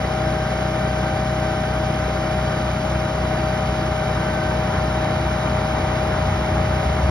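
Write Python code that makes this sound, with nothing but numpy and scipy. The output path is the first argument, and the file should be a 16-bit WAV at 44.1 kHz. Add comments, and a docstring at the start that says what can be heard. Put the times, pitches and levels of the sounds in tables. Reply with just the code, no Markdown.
"""A six-cylinder diesel at fast idle drones and clatters: a truck crane lifts a crate outdoors.
Engine, take-off gear and seven-piston pump are sums of sines locked to one shaft.
Clatter and valve hiss are coloured noise, a share of it repeating every engine cycle.
On the road behind, traffic draws near: noise swells by distance, and the exhaust note of one
vehicle beats against the diesel's firing note."""
import sys
import numpy as np
from scipy import signal
from scipy.fft import rfft, irfft
from scipy.io import wavfile

SR = 44100
rng = np.random.default_rng(int(sys.argv[2]) if len(sys.argv) > 2 else 0)


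def dump(signal):
    """Clip the signal to [-1, 1] and save it as 16-bit WAV at the path in sys.argv[1]."""
    limited = np.clip(np.atleast_2d(signal).T, -1, 1)
    pcm = np.round(limited * 32767).astype(np.int16)
    wavfile.write(sys.argv[1], SR, pcm)


N = 313110
TIME = np.arange(N) / SR
FREQS = np.maximum(np.fft.rfftfreq(N, 1 / SR), 1)
WHINE_ORDER = 21  # pump whine per shaft turn: three times the piston rate
SHAFT_PER_CYCLE = 29.6484 / 10.4086  # shaft turns per four-stroke cycle


def from_db(db):
    """Decibels to gain."""
    return 10 ** (np.asarray(db) / 20)


def rms_one(x):
    """Scale to unit power."""
    return x / np.sqrt(np.mean(x ** 2) + 1e-20)


def in_time(rows):
    """Each column of a curve at every sample."""
    s, *columns = np.transpose(rows)
    return [np.interp(TIME, s, column) for column in columns]


def at_hz(rows, hz):
    """Each column of a table at the given frequencies, on a log axis."""
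    f, *columns = np.transpose(rows)
    return [np.interp(np.log(hz), np.log(f), column) for column in columns]


def drift(rate_hz):
    """Slow chance with spread 1, changing about rate_hz times a second; drawn every 100 samples."""
    r = np.exp(-200 * np.pi * rate_hz / SR)
    white = rng.standard_normal(N // 100 + 1002)
    slow = signal.lfilter([1], [1, -2 * r, r * r], white)[1000:]  # settled part
    return np.interp(np.arange(N) / 100, np.arange(len(slow)), rms_one(slow))


def tone(turns, db):
    """A sine of the given rms level."""
    return np.sqrt(2) * from_db(db) * np.sin(2 * np.pi * turns)


def ports(hz):
    """Level difference/dB, coherence and left lead/rad; long waves reach both ports alike."""
    # two microphone ports: f/Hz, left-right/dB, coherence/0-1, left lead/rad
    port_rows = [(296, 4, 1, 0.46), (427, 2.5, 0.9, 1.02), (537, 8, 0.87, .5), (870, 3, 0.16, -0.07),
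                 (1250, 3, 0.84, 0.5), (1690, -0.5, 0.82, 0.75), (1980, -2.5, 1, 0.5),
                 (2430, -10, 0.35, -1.5), (2570, -6.5, 0.6, -2.5), (3070, -1.5, 0.79, -2.5),
                 (3460, -7, 0.6, -4), (4350, -6, 0.32, -6), (5000, 2.5, 1, -6), (6030, 0, 1, -4.5),
                 (7760, 2, 1, -3), (10700, -1, 1, -0.5), (12600, 0, 1, 2)]
    mono_below_hz = 265
    pan_db, alike, lead = at_hz(port_rows, hz)
    apart = 1 / (1 + (mono_below_hz / hz) ** 4)
    coherence = 1 - (1 - np.clip(alike, 0, 1)) * apart ** 2
    return pan_db * apart, coherence, lead * apart


def noise(colour, cycle=None, repeat=0):
    """Unit-power stereo noise of given gain per frequency; a power share of its top may repeat per cycle."""
    white = rfft(rng.standard_normal((2, N)))
    if cycle is not None:
        repeat_above_hz = 750  # only the bright part, from metal contacts, repeats
        size = int(N / (cycle[-1] - cycle[0]))
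        share = repeat / (1 + (repeat_above_hz / FREQS) ** 6)
        random_phase = np.exp(2j * np.pi * rng.random((2, size // 2 + 1)))
        one_cycle = rms_one(irfft(random_phase, size))
        contacts = one_cycle[:, (cycle * size).astype(int) % size]
        white = np.sqrt(1 - share) * white + np.sqrt(share) * rfft(contacts)
    pan_db, alike, lead = ports(FREQS)
    mid, side = white * np.sqrt([1 + alike, 1 - alike])
    left = (mid + side) * from_db(pan_db / 2)
    right = (mid - side) * from_db(-pan_db / 2) * np.exp(-1j * lead)
    return rms_one(irfft(np.array([left, right]) * colour, N))


def coloured(spectrum, cycle=None, repeat=0):
    """Stereo noise that follows a spectrum."""
    return noise(from_db(at_hz(spectrum, FREQS)[0]), cycle, repeat)


def whine(orders, shaft, swell_db, flutter_db, flutter_hz, jitter_turns):
    """Partials locked to a rotation; the higher ones flutter more in level and phase."""
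    out = np.zeros((2, N))
    shaft_hz = shaft[-1] / TIME[-1]
    for order, (db, pan_db) in orders.items():
        lead = ports(order * shaft_hz)[2]
        loose = np.sqrt(order / WHINE_ORDER)
        turns = order * shaft + rng.random() + jitter_turns * loose * drift(6.8)
        phase = 2 * np.pi * (turns % 1)
        height = np.sqrt(2) * from_db(db + swell_db + flutter_db * loose * drift(flutter_hz))
        out[0] += from_db(pan_db / 2) * height * np.sin(phase)
        out[1] += from_db(-pan_db / 2) * height * np.sin(phase - lead)
    return out


def diesel(cycle, uneven_db, stroke_db):
    """Six firings a cycle, none quite alike; every third order lines up into a chug, the rest lie loose."""
    # exhaust partials: multiple of the cycle rate: mean level/dB
    engine_orders = {5: -50, 6: -30, 7: -50, 8: -50, 9: -35.6, 10: -44.5, 12: -29.9, 13: -52, 14: -42.4, 15:
                     -33, 16: -50, 17: -43.6, 18: -34.2, 22: -39.2, 23: -50, 24: -55.5, 26: -47.5, 27: -47,
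                     28: -54, 30: -50, 31: -55, 34: -53, 35: -51, 36: -53, 38: -53}
    # the octave of the firing note throbs slowly
    throb_order, throb_db, throb_hz, throb_peak_s = 12, 1.1, 1.87, 0.27
    pipe_smear_turns = .08  # the pipe delays partials unequally: firings spread into the next
    chug_lag_cycles = .033  # the unequal cylinder groups chug a little after the firings
    effort_db = uneven_db * drift(2.3) + stroke_db * drift(22)
    throb = throb_db * np.cos(2 * np.pi * throb_hz * (TIME - throb_peak_s))
    out = 0
    for order, db in engine_orders.items():
        if order % 6 == 0:
            offset = 1 / 8  # firing harmonics in step
        elif order % 6 == 3:
            offset = chug_lag_cycles * (15 - order)
        else:
            offset = rng.random()
        wobble = .006 * drift(4)
        smear = pipe_smear_turns * (order / 6 - 2) ** 2
        level_db = db + effort_db + throb * (order == throb_order)
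        out = out + tone(order * cycle + offset + wobble - smear, level_db)
    return out


def clatter(cycle, shaft, level_db, depth, knock_db):
    """Valves and injectors rattle partly alike each cycle over fan noise; firings knock unequally."""
    # f/Hz, relative density/dB
    clatter_colour = [(20, -41), (33, -39), (48, -4), (80, -5.5), (120, -2.5), (170, -6.5), (230, -5.5),
                      (310, -7.5), (370, -6), (470, -9.5), (680, -6.5), (1000, -10), (1450, -13),
                      (1750, -13), (2300, -17), (2600, -26.5), (3000, -38), (13000, -68)]
    piston_shake = .02  # depth at which the pump's piston strokes shake the clatter
    firings = 6 * cycle
    strength = from_db(knock_db * rng.standard_normal(int(firings[-1]) + 2))
    knock = np.interp(firings, np.arange(len(strength)), strength)
    shake = piston_shake * np.cos(2 * np.pi * 7 * shaft)
    alternate = depth * np.cos(np.pi * firings)  # strong and weak in turn
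    rattle = from_db(level_db) * coloured(clatter_colour, cycle, repeat=.28)
    return rattle * knock * (1 + alternate + shake)


def buzz(cycle, level_db):
    """The engine's block and covers buzz on its higher orders."""
    # multiple of the cycle rate: level/dB before level_db
    buzz_orders = {42: -55, 46: -53, 48: -54, 51: -53, 53: -52, 54: -53, 56: -53, 58: -49, 60: -51, 64: -55,
                   65: -55, 69: -52, 71: -52, 72: -51, 75: -54, 84: -53, 88: -54, 89: -55, 90: -52, 93: -52,
                   94: -54, 99: -56, 102: -56, 109: -56, 112: -57, 114: -56, 119: -57, 126: -53, 133: -57,
                   135: -56, 145: -54, 173: -57, 216: -61}
    cycle_hz = (cycle[-1] - cycle[0]) / TIME[-1]
    orders = {order: (db, ports(order * cycle_hz)[0]) for order, db in buzz_orders.items()}
    return whine(orders, cycle, level_db, flutter_db=0.74, flutter_hz=2.4, jitter_turns=0.013)


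def hum(cycle):
    """An engine partial and a slightly slower tone, probably the slipping fan, throb together."""
    # t/s, beat rate/Hz
    fan_slip = [(0, 2.05), (1.4, 2.7), (3.9, 2.4), (4.3, 1.2), (7.1, 1.65)]
    order, engine_db, fan_db = 32, -42, -41.3
    slip = np.cumsum(in_time(fan_slip)[0]) / SR
    return tone(order * cycle, engine_db) - tone(order * cycle - slip, fan_db)


def piston_pump(shaft):
    """Seven piston strokes a shaft turn whine, with harmonics and sidebands."""
    # multiple of the shaft rate: (level/dB, left-right/dB)
    piston_orders = {7: (-45.5, 0), 14: (-43.5, -1.1), 19: (-46, 11), 21: (-29.6, 6.7), 23: (-53, 6),
                     28: (-46, 2), 33: (-54, 9.5), 35: (-55, 6), 40: (-49.5, 10), 42: (-44.6, 8.9),
                     46: (-50.5, 3), 47: (-48, 2), 49: (-53.5, 3), 50: (-51, 2), 56: (-57.5, 0),
                     60: (-54, 0), 66: (-52.5, -3), 70: (-58, -5), 73: (-56, -5), 80: (-56, -7),
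                     98: (-49, -5), 105: (-53, -5.5)}
    return whine(piston_orders, shaft, 0, flutter_db=0.0, flutter_hz=2.7, jitter_turns=0.0066)


def gear_load():
    """Load shifts ease in and out; gives dB changes of mesh tone, octave and octave sideband."""
    # middle t/s, half length/s, change/dB of mesh tone, of its octave, of the octave's sideband
    load_shifts = [(0.25, 0.49, 1.5, -6, 3), (1.3, 0.97, 1.5, 5, 5), (2.95, 0.3, -2.5, -6, -3),
                   (3.55, 0.15, 2, 0, -2), (4.3, 0.1, -5, -2.5, 0), (4.39, 0.18, 0, 11, 0),
                   (4.5, 1, 1, 2, -1)]
    changes = 0
    for middle_s, length_s, *changes_db in load_shifts:
        changes = changes + np.outer(changes_db, np.exp(-((TIME - middle_s) / length_s) ** 2))
    return changes


def take_off_gear(shaft):
    """The 26 teeth mesh once each per shaft turn; mesh tone and octave vary with the load."""
    # all five: multiple of the shaft rate: (level/dB before load and flutter, left-right/dB)
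    mesh_orders = {25: (-45, 4.7), 26: (-35.3, 4.4), 27: (-45, 4.4)}
    octave_order = {52: (-48, 0)}
    upper_sideband = {53: (-53.5, 4)}
    outer_sidebands = {51: (-45, 0), 54: (-61, -2)}  # further lines around the octave
    top_orders = {78: (-52.5, -2), 91: (-56.5, -8.5), 104: (-53.5, -7), 130: (-54.8, -2.2), 131: (-61, -9),
                  156: (-60, -7), 182: (-62.5, 1)}
    mesh_db, octave_db, sideband_db = gear_load()
    mesh = whine(mesh_orders, shaft, mesh_db, flutter_db=.9, flutter_hz=4.9, jitter_turns=.035)
    octave = whine(octave_order, shaft, octave_db, flutter_db=1.8, flutter_hz=3.5, jitter_turns=0.016)
    sideband = whine(upper_sideband, shaft, sideband_db, flutter_db=2.5, flutter_hz=4.4, jitter_turns=0.06)
    outer = whine(outer_sidebands, shaft, 0, flutter_db=0.4, flutter_hz=5.9, jitter_turns=0.083)
    sheen = whine(top_orders, shaft, 0, flutter_db=1.0, flutter_hz=3.5, jitter_turns=0.06)
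    return mesh + octave + sideband + outer + sheen


def oil(shaft, cycle, hiss_db, ripple, surge_db):
    """Oil surges through the valves and rings their block; flow ripples 2 and 6 times a shaft turn."""
    # f/Hz, relative density/dB
    hiss_colour = [(1200, -34), (2400, -2), (3100, 3), (4200, -4), (5600, -3.5), (6300, -5.5), (6800, -3.5),
                   (7300, -27.5), (9300, -10), (10800, -15.5), (12000, -22.5), (12900, -12)]
    # narrow rings of the valve block: f/Hz, width/Hz, level/dB
    valve_rings = [(1397, 140, -43), (3063, 81, -51), (3940, 64, -63.5), (4617, 66, -57), (5466, 95, -57),
                   (10930, 120, -65.5)]
    # the hiss ticks once per engine cycle
    tick_depth, tick_turns, tick_sharpness = .11, .1, 5
    ring_density, ring_power = 0, 0
    for hz, width_hz, db in valve_rings:
        power = from_db(db) ** 2
        ring_density = ring_density + power / width_hz / (1 + (2 * (FREQS - hz) / width_hz) ** 2) ** 2
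        ring_power += power
    hiss = from_db(hiss_db + surge_db * drift(22)) * coloured(hiss_colour, cycle, repeat=.09)
    ringing = np.sqrt(ring_power) * noise(np.sqrt(ring_density))
    pulse = np.sin(2 * np.pi * 2 * shaft) + .6 * np.sin(2 * np.pi * 6 * shaft)
    tick = tick_depth * np.exp(tick_sharpness * (np.cos(2 * np.pi * (cycle - tick_turns)) - 1))
    return (hiss + ringing) * (1 + ripple * pulse + tick)


def passing(nearest_s, near_db, span_s, loss_db):
    """Gain of a source that moves past on a straight road."""
    distance = np.hypot(1, (TIME - nearest_s) / span_s)
    return from_db(near_db - loss_db * np.log10(distance))


def approaching_exhaust():
    """Three partials of a vehicle that speeds up, changes gear near 5 s and pulls, turning throaty."""
    # t/s, exhaust note f/Hz
    exhaust_pitch = [(0, 66.42), (1.2, 64.75), (2.2, 65.74), (3.3, 66.52), (4.4, 67.4), (5.0, 63.89),
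                     (5.6, 67.86), (6.3, 68.38), (7.1, 68.97)]
    # dropping off the throttle: t/s, note level/dB, level/dB of the throaty partial a fourth above
    exhaust_level = [(0, -51, -48), (2.2, -39, -46), (3.3, -33, -42), (4.4, -42, -43), (5.0, -34, -44),
                     (5.6, -43, -44), (6.25, -37, -30.5), (6.6, -30, -36), (7.1, -21.5, -31)]
    sub_db = -13  # lowest partial relative to the throaty one an octave above
    note_db, throat_db = in_time(exhaust_level)
    crank = np.cumsum(in_time(exhaust_pitch)[0] / 3) / SR  # the note is its third order
    partials = {2: throat_db + sub_db, 3: note_db, 4: throat_db}
    out = 0
    for order, db in partials.items():
        out = out + tone(order * crank + 0.026 * drift(7), db + 0.94 * drift(2.7))
    return out


def road():
    """Tyre roar and rumble swell toward their nearest point, under the wavering exhaust note."""
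    # both colours: f/Hz, relative density/dB
    rumble_colour = [(25, -24), (44, -4), (56, -17), (72, -4), (86, 13), (105, -7.5), (200, -2), (400, -38),
                     (2000, -90)]
    tyre_colour = [(30, -46), (250, -5), (600, -1.5), (900, 5.5), (1200, -2.5), (2000, -9), (4000, -20.5),
                   (12000, -48)]
    # both: nearest point t/s, level there/dB, time to travel that distance/s,
    # loss per tenfold distance, shielding included/dB
    rumble_pass = dict(nearest_s=6.2, near_db=-31.5, span_s=1.9, loss_db=31)
    tyre_pass = dict(nearest_s=5.85, near_db=-31, span_s=4.1, loss_db=98)
    rumble = passing(**rumble_pass) * coloured(rumble_colour)
    tyres = passing(**tyre_pass) * coloured(tyre_colour)
    return approaching_exhaust() + rumble + tyres


def scene():
    """One speed drives the engine, the gear and the pump."""
    # t/s, pump whine f/Hz
    pump_pitch = [(0, 623.2), (1.5, 624), (2.4, 622.2), (3.25, 623.3), (3.8, 622.7), (4.3, 621.2),
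                  (4.85, 622.6), (5.7, 622.3), (7.1, 622.8)]
    shaft = np.cumsum(in_time(pump_pitch)[0] / WHINE_ORDER) / SR  # turns
    cycle = shaft / SHAFT_PER_CYCLE - 1 / 6  # four-stroke cycles
    engine = diesel(cycle, uneven_db=.3, stroke_db=.5) + hum(cycle)
    block = clatter(cycle, shaft, level_db=-28.0, depth=0.04, knock_db=1.1) + buzz(cycle, level_db=0.5)
    drive = piston_pump(shaft) + take_off_gear(shaft)
    hiss = oil(shaft, cycle, hiss_db=-39.0, ripple=0.071, surge_db=0.3)
    return engine + block + drive + hiss + road()


def record(dry):
    """The ends are eased over 2 ms and the top is cut steeply."""
    cutoff_hz = 12742
    ease = np.minimum(1, np.minimum(TIME, TIME[-1] - TIME) / .002)
    low_pass = signal.ellip(10, .1, 80, cutoff_hz, fs=SR, output="sos")
    return signal.sosfilt(low_pass, dry * ease)


dry = scene()
out = record(dry)
dump(out)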